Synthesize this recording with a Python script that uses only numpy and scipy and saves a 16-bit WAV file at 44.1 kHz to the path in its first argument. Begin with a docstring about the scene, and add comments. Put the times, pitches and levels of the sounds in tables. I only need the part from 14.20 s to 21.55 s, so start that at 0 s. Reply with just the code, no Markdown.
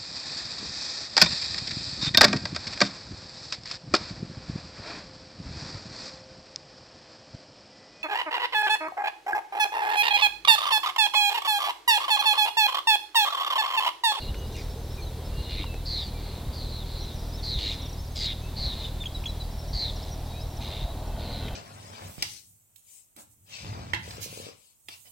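"""A misty meadow at dawn, on two closely spaced microphones. From the start the camera's own drive
hums and knocks softly about once a second, and young birds in the near bushes beg with buzzy, rasping
down-slurs. A breeze dies away in the far trees; thin whistles, a high twitter and a few taps come through.
Past halfway a bird gives hard chips and far traffic swells. At the very end a cow starts a hoarse moo,
its slack vocal folds flapping through a long throat."""
import sys
import numpy as np
from scipy import signal
from scipy.fft import rfft, irfft, next_fast_len
from scipy.io import wavfile
from scipy.ndimage import uniform_filter1d

SR = 44100
rng = np.random.default_rng(int(sys.argv[2]) if len(sys.argv) > 2 else 0)


def store_pcm(level_fs):
    """Save levels as 16-bit WAV."""
    pcm = np.round(np.clip(level_fs, -1, 1) * 32767).astype(np.int16)
    wavfile.write(sys.argv[1], SR, np.atleast_2d(pcm).T)


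N = 324119
T = np.arange(N) / SR

# Noise colours of the open meadow. Each row: frequency in Hz, relative spectral density in dB.
AIR_COLOUR = [(100, -4), (240, 0.5), (350, -4), (550, -6), (950, -8.5), (1250, -16), (1650, -18.5),
              (2200, -20), (2900, -21), (3900, -12), (5200, -23), (6500, -29.5), (8500, -29), (15500, -32)]  # still air, a far chorus and microphone hiss
SIDE_COLOUR = [(30, 6), (60, 8), (110, 0), (260, 0), (700, 1.5), (1050, 2.5), (2000, -1), (15500, -.5)]  # what the two microphones do not share, mostly their own hiss
RUMBLE_COLOUR = [(20, -7), (35, 7.5), (47, 2), (62, 3.5), (80, -9.5), (100, -6.5), (160, -15.5), (260, -16),
                 (500, -39)]
TRAFFIC_COLOUR = [(200, -17), (450, -10.5), (660, -0.5), (900, -8), (1250, -22), (2500, -64)]
# Breeze and traffic, both far off. Each row: time in seconds, relative level in dB.
BREEZE_FADE = [(0, -48), (.6, -49), (1.4, -51.5), (2.2, -54.5), (3.5, -56), (7.35, -80)]
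TRAFFIC_SWELL = [(0, -72), (2, -61.5), (4.7, -57.5), (5.3, -50.5), (6.1, -49), (6.6, -45.5), (7, -43.5),
                 (7.35, -46.5)]
# One knock of the drive, right at the microphones. Each row: delay in seconds, relative push.
KNOCK_JOLTS = [(.0058, -1.9), (.018, 1.1), (.033, 1.7)]
# The course of the cow's moo. Each row: time in seconds, pitch in Hz, relative level in dB.
MOO_COURSE = [(6.7, 62, -66), (6.9, 66, -49.5), (7.1, 72.1, -47.5), (7.22, 77.8, -44.5), (7.29, 83.6, -42),
              (7.35, 86.6, -45.5)]
# Resonances of the voices. Each row: centre in Hz, nominal width in Hz, relative gain in dB.
COW_THROAT = [(98, 44, 13), (197, 79, 5), (473, 260, -4), (690, 130, -22), (1134, 110, -13),
              (1480, 140, -8.5), (1877, 100, -12), (2030, 100, -14.5), (2644, 56, -9), (3130, 270, -11.5)]
BIRD_BEAK = [(2280, 600, -6), (2890, 290, -5), (3340, 670, -1.5), (3950, 700, 2.5), (5020, 310, -3),
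             (5820, 1100, -14.5), (7300, 2000, -19.5)]
# Small taps and snaps near the microphones.
# Each row: start in seconds, centre in Hz, nominal width in Hz, decay in seconds, opening level in dB.
NEAR_TAPS = [(0.144, 2000, 2400, 0.0048, -38), (.365, 4500, 6000, 0.004, -42),
             (1.395, 286, 120, 0.015, -32.5), (1.44, 1010, 280, 0.0041, -30.5),
             (1.541, 396, 450, 0.0062, -35), (1.542, 2500, 3920, 0.0018, -38.5),
             (7.281, 2700, 1800, 0.0073, -37)]
# Twitter phrases of a small songbird, far off.
# Each row: start in seconds, length in seconds, pitch in Hz, relative level in dB.
TWITTER_PHRASES = [(0.154, 0.8, 5510, -62.5), (2.72, 0.85, 5430, -58), (3.8, 0.45, 5500, -61),
                   (4.895, 0.7, 5320, -56.5), (5.698, 0.79, 5410, -59.5), (6.904, 0.28, 5270, -72)]
# Its runs of steep falling ticks. Each row: start in seconds, number of ticks, level in dB.
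SONGBIRD_TICKS = [(2.956, 2, -54), (3.618, 4, -49), (3.836, 2, -56), (5.76, 1, -47.5), (6.368, 1, -50.5),
                  (6.43, 1, -56), (6.87, 1, -55)]
# Its longer slurs, and thin whistles from birds beyond the bushes.
# Each row: start in seconds, length in seconds, pitch in Hz, glide as a share of the pitch, level in dB.
SONGBIRD_SLURS = [(0.17, 0.037, 6200, 0.046, -58.5), (0.373, .06, 4770, -.1, -53),
                  (0.493, 0.045, 5300, 0.049, -55), (0.692, .048, 5260, 0.057, -56),
                  (1.045, .04, 5200, 0.023, -55), (2.797, 0.052, 5630, 0.13, -54),
                  (3.123, 0.047, 5150, .11, -49), (3.77, 0.049, 5150, .1, -53),
                  (5.825, 0.014, 5200, 0.18, -47), (5.912, 0.033, 5660, 0.04, -48),
                  (6.196, 0.039, 5060, 0.12, -50)]
FAR_WHISTLES = [(.01, .035, 2810, -.02, -51.5), (.07, .045, 2860, 0, -52), (.135, .135, 2900, -.02, -55),
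                (.341, .03, 2780, -.02, -51), (.2, .1, 3780, 0, -58), (.73, .07, 3780, 0, -57),
                (.775, .05, 2370, -.08, -54), (1.115, .11, 2790, .04, -54), (1.24, .11, 2870, 0, -55),
                (1.455, .03, 2780, -.03, -48.5), (1.483, .09, 2620, -.03, -55.5),
                (1.939, .075, 2330, -.04, -56), (4.215, .08, 2620, .06, -59), (6.13, .075, 2500, .09, -59),
                (6.08, .175, 3836, .019, -47.5), (6.595, .14, 3810, .035, -49)]
# The falling notes of "tew" and "tchick" calls. Each row: start in seconds, pitch in Hz, level in dB.
TEW_NOTES = [(.815, 4210, -47.5), (.862, 3860, -51), (1.458, 3910, -51), (1.57, 3810, -53),
             (3.172, 3770, -47), (4.633, 3600, -41), (4.801, 3580, -40), (4.945, 3835, -39.5),
             (5.076, 3950, -42), (5.198, 3970, -43.5)]
TCHICK_NOTES = [(4.647, 3020, -45), (4.856, 3280, -34), (5.057, 3334, -32.5)]
# Young birds begging in the near bushes. 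Each row: start in seconds, length in seconds,
# starting pitch in Hz, relative level in dB, rasp from 0 to 1, tilt of the rasp in dB per octave.
BEGGING_CALLS = [(-.08, 0.2, 4460, -42, 0.42, -2), (0.313, .14, 5900, -48, 0.86, 8),
                 (0.347, 0.083, 2495, -48, 0.21, -6), (1.163, .18, 4200, -44.5, 0.46, 0),
                 (1.284, .17, 4130, -35.5, 0.76, -10.5), (1.649, .2, 4480, -31.5, 0.12, 7),
                 (1.772, .13, 4860, -40.5, 0.6, 2), (1.965, 0.26, 4370, -46.5, 0.65, -8),
                 (2.319, .18, 4620, -42, 0.32, 5), (2.474, 0.17, 4310, -42, 0.28, 3),
                 (2.641, 0.32, 4306, -43.5, .55, -1), (3.222, .18, 4410, -32, 0.14, 9),
                 (3.377, 0.18, 4195, -30, 0.7, -2), (3.537, 0.15, 4000, -43.5, 0.46, -6),
                 (3.95, 0.12, 4900, -31.5, .78, 7.5), (3.998, .14, 4126, -30, .42, -8),
                 (4.358, .19, 4440, -32, 0.2, 2), (4.513, 0.19, 4125, -40, .64, 0.5),
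                 (5.524, .19, 4512, -30.5, 0.2, 4), (5.69, 0.23, 4470, -47.5, 0.98, 6),
                 (6.396, .26, 3970, -39, 0.79, -6), (6.974, 0.33, 4246, -41.5, .66, -5)]


def undb(db):
    """Decibels to gain."""
    return 10 ** (np.asarray(db) / 20)


def level(x, db):
    """Scale to an rms level."""
    return x * undb(db) / np.sqrt(np.mean(x ** 2))


def curves(rows):
    """The columns of a table of timed rows, one value a sample, held beyond its ends."""
    s, *columns = np.transpose(rows)
    return [np.interp(T, s, c) for c in columns]


def add(out, s, x):
    """Mix a short sound in at s seconds."""
    i = int(s * SR)
    x, i = x[max(-i, 0):], max(i, 0)
    out[i:i + len(x)] += x[:max(N - i, 0)]


def wander(n, rate_hz):
    """A smooth random drift with a spread near 1."""
    k = max(int(SR / rate_hz), 2)
    steps = np.repeat(rng.standard_normal(n // k + 2), k)
    return 1.25 * uniform_filter1d(steps, k)[:n]


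def resonate(x, hz, *widths_hz):
    """One resonance per width, in series, with gain 1 at their common centre."""
    for width in widths_hz:
        x = signal.lfilter(*signal.iirpeak(hz, hz / width, fs=SR), x)
    return x


def noise(colour, db):
    """Noise with a spectrum of (Hz, dB) points."""
    hz, gain_db = np.transpose(colour)
    n = next_fast_len(N)
    f = np.maximum(np.fft.rfftfreq(n, 1 / SR), 1)
    shape = undb(np.interp(np.log(f), np.log(np.sort(hz)), gain_db))
    return level(irfft(rfft(rng.standard_normal(n)) * shape, n)[:N], db)


def scatter(x, t60, wet_db):
    """A diffuse tail of echoes from leaves and trunks."""
    t = np.arange(SR) / SR
    tail = rng.standard_normal(SR) * np.exp(-np.log(1000) * t / t60) * (1 - np.exp(-t / 0.01))
    return undb(wet_db) * signal.fftconvolve(x, tail / np.linalg.norm(tail))[:N]


def meadow():
    """The stereo bed: air and microphone hiss, a dying breeze, low rumble and a swell of far traffic."""
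    air = noise(AIR_COLOUR, -45) * undb(0.98 * wander(N, 5.8))
    trees = level(resonate(rng.standard_normal(N), 416, 290, 290), 0.66)
    breeze = trees * undb(curves(BREEZE_FADE)[0] + wander(N, 6.2))
    traffic = noise(TRAFFIC_COLOUR, 0) * undb(curves(TRAFFIC_SWELL)[0] + wander(N, 10))
    side = noise(SIDE_COLOUR, -53.6)
    rumble = noise(RUMBLE_COLOUR, -38.5)
    return air + breeze + traffic + rumble + np.array([side, -side])


def camera_drive(turn_hz=39.49, turns_per_knock=43, push_ms=1.91, case_hz=42, case_width_hz=62):
    """Each turn of the camera's drive nudges the case; every so often it knocks and misses two nudges."""
    pushes = np.zeros(N)
    uneven_db = 1.05 * rng.standard_normal(int(N / SR * turn_hz))
    for turn, db in enumerate(uneven_db):
        s, step = .036 + turn / turn_hz, turn % turns_per_knock
        if step not in (4, 5):
            add(pushes, s, -undb([db]))
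        if step == 2:
            for delay, push in KNOCK_JOLTS:
                add(pushes, s + delay, np.array([push]))
    # the soft mounting rounds each push, and the case swings back once
    ms = np.arange(-SR // 100, SR // 100) / SR * 1000
    rounded = signal.fftconvolve(pushes, np.exp(-.5 * (ms / push_ms) ** 2), "same")
    swing = signal.bilinear([1, 0, 0], [1, 2 * np.pi * case_width_hz, (2 * np.pi * case_hz) ** 2], SR)
    return level(signal.lfilter(*swing, rounded), -35)


def cow(jitter=.05, hoarse=0.63):
    """Slack vocal folds flap unevenly, each flap with a rush of air, through the long throat."""
    hz, db = curves(MOO_COURSE)
    cycles = np.cumsum(hz * (1 + jitter * wander(N, 70))) / SR
    flaps = np.diff(np.floor(cycles), prepend=0) * undb(3.1 * wander(N, 80))
    rush = rng.standard_normal(N) * np.exp(-(cycles % 1) / .5)
    folds = level(flaps, 0) + hoarse * level(rush, 0)
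    throat = sum(undb(gain_db) * resonate(folds, centre, 0.81 * width, width)
                 for centre, width, gain_db in COW_THROAT)
    voice = level(throat, 3.4) * undb(db)
    return voice + scatter(voice, t60=0.61, wet_db=-2)


def taps():
    """Close by, brief bursts of noise each ring one broad resonance."""
    out, t = np.zeros(N), np.arange(SR // 10) / SR
    for s, hz, width, decay, db in NEAR_TAPS:
        ring = resonate(rng.standard_normal(len(t)), hz, width, width)
        add(out, s, level(ring, db) * np.exp(-t / decay))
    return out


def note(length, pitch_hz, glide, db, arch=0):
    """A bird's whistle gliding through its pitch, bowed upwards in the middle by the share `arch`."""
    u = np.linspace(0, 1, int(length * SR))
    bow = 4 * u * (1 - u)
    waver = min(.00035 / length, .02)  # held notes are steadiest
    contour = 1 + glide * (u - .5) + arch * (bow - .5)
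    hz = pitch_hz * contour * (1 + waver * wander(len(u), 306))
    phase = 2 * np.pi * np.cumsum(hz) / SR
    octave = undb(-27 + 1.06 * (db + 42.5))  # grows with the force of the note
    tone = np.sin(phase) + octave * np.sin(2 * phase)
    flutter = undb(wander(len(u), 68.3))
    return level(tone * bow ** 0.41 * flutter, db)


def twitter(per_second=34, slur_s=(0.0074, 0.0282), spread_db=9):
    """Quick, steep slurs up and down, blurred by distance."""
    out = np.zeros(N)
    for s, length, pitch_hz, db in TWITTER_PHRASES:
        count = max(int(length * per_second), 1)
        for k, (late, long, high, slope, loud) in enumerate(rng.random((50, 5))[:count]):
            hz = pitch_hz * (1 + .32 * (high - .5))
            glide = .4 * (slope - .6)
            slur = note(np.interp(long, [0, 1], slur_s), hz, glide, db + spread_db * (loud - .5))
            add(out, s + length * (k + late) / count, slur)
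    return .8 * out + scatter(out, t60=.3, wet_db=-3)


def songbird(tick_gap_s=.0365):
    """A far, high twitter from which longer slurs and even runs of ticks stand out."""
    out = twitter()
    for s, *shape in SONGBIRD_SLURS:
        add(out, s, note(*shape, arch=0.023))
    for s, count, db in SONGBIRD_TICKS:
        for k in range(round(count)):
            add(out, s + k * tick_gap_s, note(length=0.0136, pitch_hz=5600, glide=-0.13, db=db))
    return out


def clear_calls(flick_leads_s=(.019, 0.00202)):
    """Falling tews, hard tchicks (two upward flicks into a falling note) and thin whistles further off."""
    out = np.zeros(N)
    for s, hz, db in TEW_NOTES:
        add(out, s, note(length=0.0344, pitch_hz=hz, glide=-0.069, db=db))
    for s, hz, db in TCHICK_NOTES:
        add(out, s, note(length=0.017, pitch_hz=hz, glide=-0.095, db=db))
        for lead in flick_leads_s:
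            add(out, s - lead, note(length=.006, pitch_hz=2700, glide=0.49, db=db - 10))
    for s, *shape in FAR_WHISTLES:
        add(out, s, note(*shape, arch=0.0072))
    return out


def begging_tone(u, buzz, start_hz, fall, swing_hz=190, jitter_hz=130, under_hz=2060):
    """A buzz-shaken tone sags ever faster as u runs from 0 to 1; its faint, rough undertone does not."""
    n = len(u)
    calming = 1.3 - 0.38 * u
    shake = (swing_hz * np.cos(buzz) + jitter_hz * wander(n, 1400)) * calming
    phase = 2 * np.pi * np.cumsum(start_hz * (1 - fall * u ** 1.8) + shake) / SR
    undertone = np.sin(2 * np.pi * np.cumsum(under_hz + shake) / SR + wander(n, 500))
    overtone = np.sin(1.4 * phase + .5 * wander(n, 500))
    throb = 1 + 0.27 * np.sin(buzz)
    return (np.sin(phase) + undb(-23) * undertone + undb(-27) * overtone) * throb


def beak_rasp(buzz, tilt_db):
    """Each beat of the buzz sends a burst of noise through the resonances of throat and beak."""
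    bursts = rng.standard_normal(len(buzz)) * np.exp(1.35 * np.sin(buzz))
    out, pivot_hz = np.zeros(len(buzz)), BIRD_BEAK[3][0]
    for k, (hz, width, gain_db) in enumerate(BIRD_BEAK):
        gain = undb(gain_db + tilt_db * np.log2(hz / pivot_hz))
        out += (-1) ** k * gain * resonate(bursts, hz, 1.2 * width, 1.2 * width)
    return out


def begging_call(length, start_hz, db, rasp, tilt_db):
    """A young bird's uneven buzz drives both tone and rasp; harsh calls rattle slower and fall less."""
    u = np.linspace(0, 1, int(length * SR))
    rasp = np.clip(rasp, 0, .95)
    buzz_hz = np.interp(rasp, [0, 1], [134.33, 92.1])
    fall = np.interp(rasp, [0, 1], [.235, .07])  # share of the pitch
    buzz = 2 * np.pi * np.cumsum(buzz_hz * (1 + 0.1636 * wander(len(u), 149.9))) / SR
    swell = undb(np.interp(u, [0, 0.52, 1], [-7.5, 0, -8]))
    clear = level(begging_tone(u, buzz, start_hz, fall), db) * swell
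    harsh = level(beak_rasp(buzz, tilt_db), db - 5) * swell ** 0.1
    gate = np.minimum(1, np.minimum(u, 1 - u) / .07)
    return (np.sqrt(1 - rasp ** 2) * clear + rasp * harsh) * gate


def birds():
    """All the birds, straight ahead; near bushes smear the calls and the tree line answers faintly."""
    song = clear_calls() + songbird()
    begging = np.zeros(N)
    for s, *call in BEGGING_CALLS:
        add(begging, s, begging_call(*call))
    begging += scatter(begging, t60=0.023, wet_db=-3.5)
    song += scatter(song, t60=0.021, wet_db=-7)
    near = begging + song
    return near + scatter(near, t60=0.69, wet_db=-14.5)


def scene():
    """Everything at the two closely spaced microphones."""
    return birds() + meadow() + cow() + taps() + camera_drive()


def record(dry):
    """The camera cuts the top steeply above 15.8 kHz."""
    return signal.sosfilt(signal.ellip(10, .1, 80, 15800, fs=SR, output="sos"), dry)


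dry = scene()
out = record(dry)
store_pcm(out)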